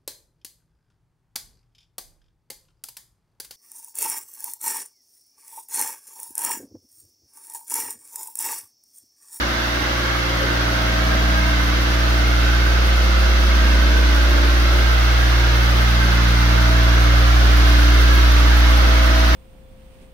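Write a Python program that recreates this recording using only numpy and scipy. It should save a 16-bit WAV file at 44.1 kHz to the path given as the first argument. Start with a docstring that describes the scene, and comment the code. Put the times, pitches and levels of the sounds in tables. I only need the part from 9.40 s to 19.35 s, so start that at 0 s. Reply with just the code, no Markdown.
"""On a wooden floor in a bare room, an orbital floor machine is pushed towards a wall, heard at its handle.
The eccentric drive hums as harmonics of its speed, which swell and fade through the room's standing waves;
bearing tones lie between them. The pad rubs the boards as filtered noise and rings its plate's resonances.
Grit crackles under it as short noise bursts, densest on one side of each orbit."""
import sys
import numpy as np
from scipy import signal
from scipy.fft import rfft, irfft, next_fast_len
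from scipy.io import wavfile
from scipy.ndimage import map_coordinates

SR = 44100
rng = np.random.default_rng(int(sys.argv[2]) if len(sys.argv) > 2 else 0)


def waveform_to_disk(signal):
    """Save audio, clipped to [-1, 1], as 16-bit WAV at the path in sys.argv[1]."""
    frames = np.transpose(np.atleast_2d(signal))
    scaled = np.clip(frames, -1, 1) * 32767
    samples = np.round(scaled).astype(np.int16)
    wavfile.write(sys.argv[1], SR, samples)


N = 438794
TIME = np.arange(N) / SR
EDGE_HZ = 15800  # upper band edge


def gain_of(db):
    """Decibel law: level to amplitude ratio."""
    return 10 ** (np.asarray(db) / 20)


def evened(x):
    """Power normalization: scales to an rms of one."""
    return x / np.sqrt(np.mean(x ** 2) + 1e-20)


def curves(rows):
    """Linear interpolation: each column of a table of times, sample by sample."""
    s, *columns = np.transpose(rows)
    return [np.interp(TIME, s, column) for column in columns]


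def swing(rows):
    """Relative level: a curve in dB above or below its mean."""
    db = curves(rows)[0]
    return db - db.mean()


def read(points, hz):
    """Spectral interpolation on a log-frequency axis."""
    f, value = np.transpose(points)
    return np.interp(np.log(hz + 1), np.log(f + 1), value)


def drift(rate_hz):
    """Low-passed random fluctuation of rms one, with little motion above the rate."""
    size = 4096
    hz = np.fft.rfftfreq(size, TIME[-1] / size)
    lowpass = (hz > 0) / (1 + (hz / rate_hz) ** 4)
    slow = irfft(rfft(rng.standard_normal(size)) * lowpass)
    return np.interp(np.arange(N), np.linspace(0, N, size), evened(slow))


def shaped(x, gain):
    """Linear filtering: multiplies the spectrum by a gain that is a function of frequency."""
    size = next_fast_len(N)
    spectrum = rfft(x, size) * gain(np.fft.rfftfreq(size, 1 / SR))
    return irfft(spectrum, size)[..., :N]


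def resonate(x, hz, pole_width_hz):
    """Two-pole resonance by heterodyning: shifts the curve hz to zero, low-passes and shifts back."""
    turn = np.exp(2j * np.pi * np.cumsum(hz) / SR)
    r = np.exp(-np.pi * pole_width_hz / SR)
    # two equal poles give steep skirts
    lowered = signal.lfilter([(1 - r) ** 2], [1, -2 * r, r * r], x * turn.conj())
    return (turn * lowered).real


# balance of the two microphones: (frequency [Hz], left minus right [dB])
MIC_BALANCE = [(60, -.9), (300, .6), (800, -.2), (1300, -2.4), (1850, -3.2), (2700, -1.1), (3900, -2.7),
               (5000, 1.6), (6500, 7.6), (7900, 11.5), (10000, 6), (14000, .3)]


def ports(hz):
    """Level difference: gains of the left and right microphone, at constant total power."""
    lean = gain_of(read(MIC_BALANCE, np.atleast_1d(hz)))
    return np.array([lean, np.ones_like(lean)]) * np.sqrt(2 / (1 + lean ** 2))


# correlation between the two microphones: (frequency [Hz], coefficient [-1 to 1])
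MIC_LIKENESS = [(120, .96), (290, .9), (370, .65), (470, .05), (1200, -.12), (3300, -.16), (5000, -.03)]


def likeness(hz):
    """Spatial correlation: long waves reach both microphones almost in step."""
    return np.clip(read(MIC_LIKENESS, hz), -1, 1)


# speed of the drive, which picks up a little as the pad gets going: (time [s], speed [orbits/s])
DRIVE_SPEED = [(0, 58.55), (3, 58.86), (9.95, 58.8)]
ORBIT_HZ = np.mean(DRIVE_SPEED, axis=0)[1]


def drive_angle():
    """Rotation: the shaft's angle [rad] is the integral of its slightly unsteady speed."""
    speed = curves(DRIVE_SPEED)[0] + .04 * drift(5)
    return 2 * np.pi * np.cumsum(speed) / SR


# nodes (-) and loud spots (+) of the standing waves, keyed by multiple of the speed:
# (time when passed [s], gain [dB], half length [s])
STANDING_SPOTS = {2: [(0, -7, 0.62), (4.4, -14, 0.74), (7.2, 5.5, 1.4), (9.7, -3, 0.74)], 3: [(.3, -15, .3),
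                  (2.0, 7, 0.52), (5.9, -12, 0.27), (7.0, 7.5, 0.71)], 3.61: [(2.8, -14, .4)],
                  5: [(.4, -6.5, 0.58), (3.6, -11.5, 0.46), (5.8, -6, 0.83), (8.2, 2, 0.31)],
                  5.39: [(5.1, 8, .6), (7.2, -13, 1.4)], 6: [(1.9, -21, 0.48), (8.4, -8, 1.8)],
                  9: [(1.1, 12, 0.78), (3.7, 10.5, 0.66), (9.4, 12, 0.85)], 10: [(4.8, 4, 1)],
                  11: [(.6, -4, 0.23), (1.6, 7.5, 0.33), (2.3, -4.5, 0.23), (7.22, 9, 0.35), (8.6, -1, .3),
                  (9.7, 7.5, .4)]}


def standing(multiple):
    """Standing waves: a tone's gain dips smoothly through each node and swells through each loud spot."""
    spots = STANDING_SPOTS.get(multiple, [])
    return gain_of(sum(db * np.exp(-((TIME - s) / half_s) ** 2) for s, db, half_s in spots))


# fundamental on the way through the room, before its trim: (time [s], level [dB])
FUNDAMENTAL = [(0.12, -27.5), (1.3, -23), (1.87, -17.5), (2.54, -18.5), (2.73, -16.5), (4.32, -13.5),
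               (6.73, -15.5), (8.21, -11.5), (9.29, -11.5), (9.8, -13.5)]
# overtones that carry the hum, away from nodes and loud spots and before ripple:
# (multiple of the speed, level [dB])
HUM_ORDERS = {2: -29.5, 3: -38, 5: -32.5, 6: -39.5, 9: -48, 11: -39.5}


def hum(angle, trim_db=0.05, ripple_db=0.2677, ripple_hz=1.27, slide_rad=0.73, slide_hz=0.2):
    """Unbalance excitation: the eccentric weight shoves machine and floor once an orbit.

    The shorter an overtone's wave, the more its level ripples on the way."""
    def tone(order, shift):
        hz = order * ORBIT_HZ
        lag = np.arccos(likeness(hz))  # the right microphone lags
        left = order * angle + shift
        return np.sqrt(2) * ports(hz) * np.cos([left, left - lag])

    out = gain_of(curves(FUNDAMENTAL)[0] + trim_db) * tone(1, 0)
    for order, db in HUM_ORDERS.items():
        level = gain_of(db + ripple_db * order * drift(ripple_hz))
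        out += level * standing(order) * tone(order, slide_rad * drift(slide_hz))
    return out


# weaker whole orders, before standing-wave gain: (multiple of the speed, level [dB])
FAINT_ORDERS = {4: -43, 7: -50, 8: -49.5, 10: -48.5, 13: -48, 16: -62, 18: -54, 22: -50, 33: -50}
# bearing tones between the orders, before standing-wave gain: (multiple of the speed, level [dB])
BEARING_TONES = {3.61: -41, 5.39: -44, 5.6: -47.5, 6.2: -50, 7.22: -51, 9.11: -50, 9.2: -49.5, 9.39: -45,
                 9.78: -49, 15.19: -55, 16.19: -52}


def whine(angle, lines, fade=.5, fade_hz=0.71):
    """Multipath interference: faint tones arrive directly and by echoes that shift as the machine travels."""
    out = np.zeros((2, N))
    for multiple, db in lines.items():
        hz = multiple * ORBIT_HZ
        same = likeness(hz)
        left, other = (drift(fade_hz) + 1j * drift(fade_hz) for _ in range(2))
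        right = same * left + np.sqrt(1 - same ** 2) * other
        echoes = np.array([left, right])
        direct = np.exp(-1j * np.array([[0], [np.arccos(same)]]))
        carrier = np.exp(1j * (multiple * angle + 2 * np.pi * rng.random()))
        tone = ((direct + fade * echoes) * carrier).real
        out += gain_of(db) * standing(multiple) * ports(hz) * evened(tone)
    return out


# colour of the rubbing noise, before band trims and overall level: (frequency [Hz], gain [dB])
RUBBING_COLOUR = [(30, -12), (78, -2.5), (105, -10.5), (200, -6.5), (350, -4), (480, -5), (1000, -5),
                  (1350, 0.34), (1850, -3.5), (2380, -8), (3800, -8), (6150, -15.5), (7850, -30.5),
                  (8600, -24.5), (9700, -27), (11500, -24), (15300, -27)]
# how hard the pad bites; only the swing about the mean is used: (time [s], level [dB])
PAD_BITE = [(0.3, -31.5), (1.65, -31), (7.91, -29), (8.25, -27.5), (9.6, -28)]
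# middle band of the rubbing; its swing about the mean is scaled: (time [s], level [dB])
RASP_LEVEL = [(0.5, -32), (0.87, -31.5), (1.51, -31.5), (3.8, -32.5), (5.46, -31), (9.4, -29)]


def rub(angle, level_db=-12, rumble_db=0.36, rasp_db=1.34, hiss_db=1.4, fizz_db=-0.5,
        throb=0.12, flicker_db=1.03, boom_db=1.74):
    """Sliding friction: countless fibres slip on the boards, as noise.

    A harder bite lifts the treble most, and the finest hiss throbs with each orbit."""
    a, b = rng.standard_normal((2, N))
    right = shaped(a, likeness) + shaped(b, lambda hz: np.sqrt(1 - likeness(hz) ** 2))
    slips = np.array([a, right])
    bite_db = swing(PAD_BITE)

    def band(lo, hi):
        def colour(hz):
            inside = (hz >= lo) * (hz < hi)
            return inside * ports(hz) * gain_of(read(RUBBING_COLOUR, hz))
        return shaped(slips, colour)

    stroke = throb * (np.cos(angle) + .5 * np.cos(2 * angle))
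    # rumble, rasp, hiss and fizz
    out = band(38, 600) * gain_of(rumble_db + boom_db * drift(5.8))
    out += band(600, 2400) * gain_of(rasp_db + 0.83 * swing(RASP_LEVEL))
    out += band(2400, 7900) * gain_of(hiss_db + 0.85 * bite_db)
    out += band(7900, EDGE_HZ) * (1 + stroke) * gain_of(fizz_db + bite_db + flicker_db * drift(22))
    return gain_of(level_db) * out


# resonances of the pad plate and housing, level before the bite's swing:
# (frequency [Hz], width of each of two poles [Hz], level [dB], rms sweep [share of the frequency])
PLATE_MODES = [(1367, 340, -35.5, 0.024), (1556, 117, -32, 0.024), (2110, 150, -35.5, 0.02),
               (2700, 190, -41, 0.01), (3253, 440, -42, 0.0085), (4804, 160, -46, .005),
               (5750, 180, -47, 0.006)]


def plate():
    """Modal resonance: friction rings the plate, wavering in pitch and strength as the pad grips and lets go."""
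    sweep_hz, swell_hz, swell_db = 9, 6, 1.3
    grip = drift(sweep_hz)  # shared by all modes
    out = np.zeros((2, N))
    for hz, pole_width_hz, db, sweep in PLATE_MODES:
        ring = resonate(rng.standard_normal((2, N)), hz * (1 + sweep * grip), pole_width_hz)
        out += gain_of(db) * ports(hz) * evened(ring * gain_of(swell_db * drift(swell_hz)))
    return out * gain_of(0.086 * swing(PAD_BITE))


def reflections(x, echo=0.19, travel_s=.0004):
    """Comb filtering: echoes from handle, boards and skirting, whose delays slide as the machine moves."""
    out = x.copy()
    for channel, sound in zip(out, x):
        for delay_s in (.0016, .0034, .0061):
            place = np.arange(N) - SR * (delay_s + travel_s * drift(0.504))
            channel += echo * map_coordinates(sound, [place], order=1)
    return out / np.sqrt(1 + 3 * echo ** 2)


def room(x, t60=.35, wet_db=-3):
    """Reverberation: bare walls and boards add a dense, short decaying tail to each microphone."""
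    t = np.arange(SR // 2) / SR
    tail = rng.standard_normal((2, len(t))) * gain_of(-60 * t / t60)
    tail /= np.linalg.norm(tail, axis=1, keepdims=True)
    return x + gain_of(wet_db) * signal.fftconvolve(x, tail, axes=1)[:, :N]


# larger grains of grit, before the coarse trim and reverberation: (time [s], level at onset [dB])
LARGE_GRAINS = [(3.2063, -28), (7.9146, -30), (8.172, -20), (8.3012, -32), (8.7517, -21), (8.9213, -19),
                (9.0734, -30), (9.1393, -28), (9.1722, -22), (9.2086, -30), (9.3772, -23), (9.4142, -30)]


def grit(angle, fine_db=-64.0, coarse_trim_db=-6):
    """Impulsive excitation: dust is crushed mostly on one side of the orbit, in three pitches of snap."""
    grains_per_s = 130  # at each pitch, before the orbit and the bite vary it
    decay_s, size_db, pole_width_hz = .0012, 2.6, 2800
    chance = grains_per_s / SR * (1 + np.cos(angle)) * gain_of(4 * swing(PAD_BITE))
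    crush = np.exp(-np.arange(SR // 100) / SR / decay_s)
    out = np.zeros((2, N))
    snaps = []
    for hz in (11200, 13000, 14700):
        ring = resonate(rng.standard_normal((2, N)), np.full(N, hz), pole_width_hz)
        snaps.append(evened(ring) * ports(hz))
    for snap in snaps:
        sizes = gain_of(size_db * np.minimum(rng.exponential(1, N), 3))
        grains = sizes * (rng.random(N) < chance)
        out += gain_of(fine_db) * evened(signal.oaconvolve(grains, crush)[:N]) * snap
    for s, db in LARGE_GRAINS:
        span = round(s * SR) + np.arange(len(crush))
        burst = evened(sum(snap[:, span] for snap in snaps))
        out[:, span] += gain_of(db + coarse_trim_db) * crush * burst
    return room(out, t60=.3, wet_db=-2)


def scene():
    """Superposition: one shaft drives the hum, the bearing and the pad."""
    angle = drive_angle()
    tones = whine(angle, FAINT_ORDERS, fade=.8) + whine(angle, BEARING_TONES, fade=.4)
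    return hum(angle) + tones + reflections(rub(angle) + plate()) + grit(angle)


def record(dry):
    """Band limiting: a steep linear-phase low-pass at the upper band edge."""
    lowpass = signal.firwin(1023, EDGE_HZ, window=("kaiser", 9), fs=SR)
    return signal.oaconvolve(dry, lowpass[None], "same", axes=1)


dry = scene()
out = record(dry)
waveform_to_disk(out)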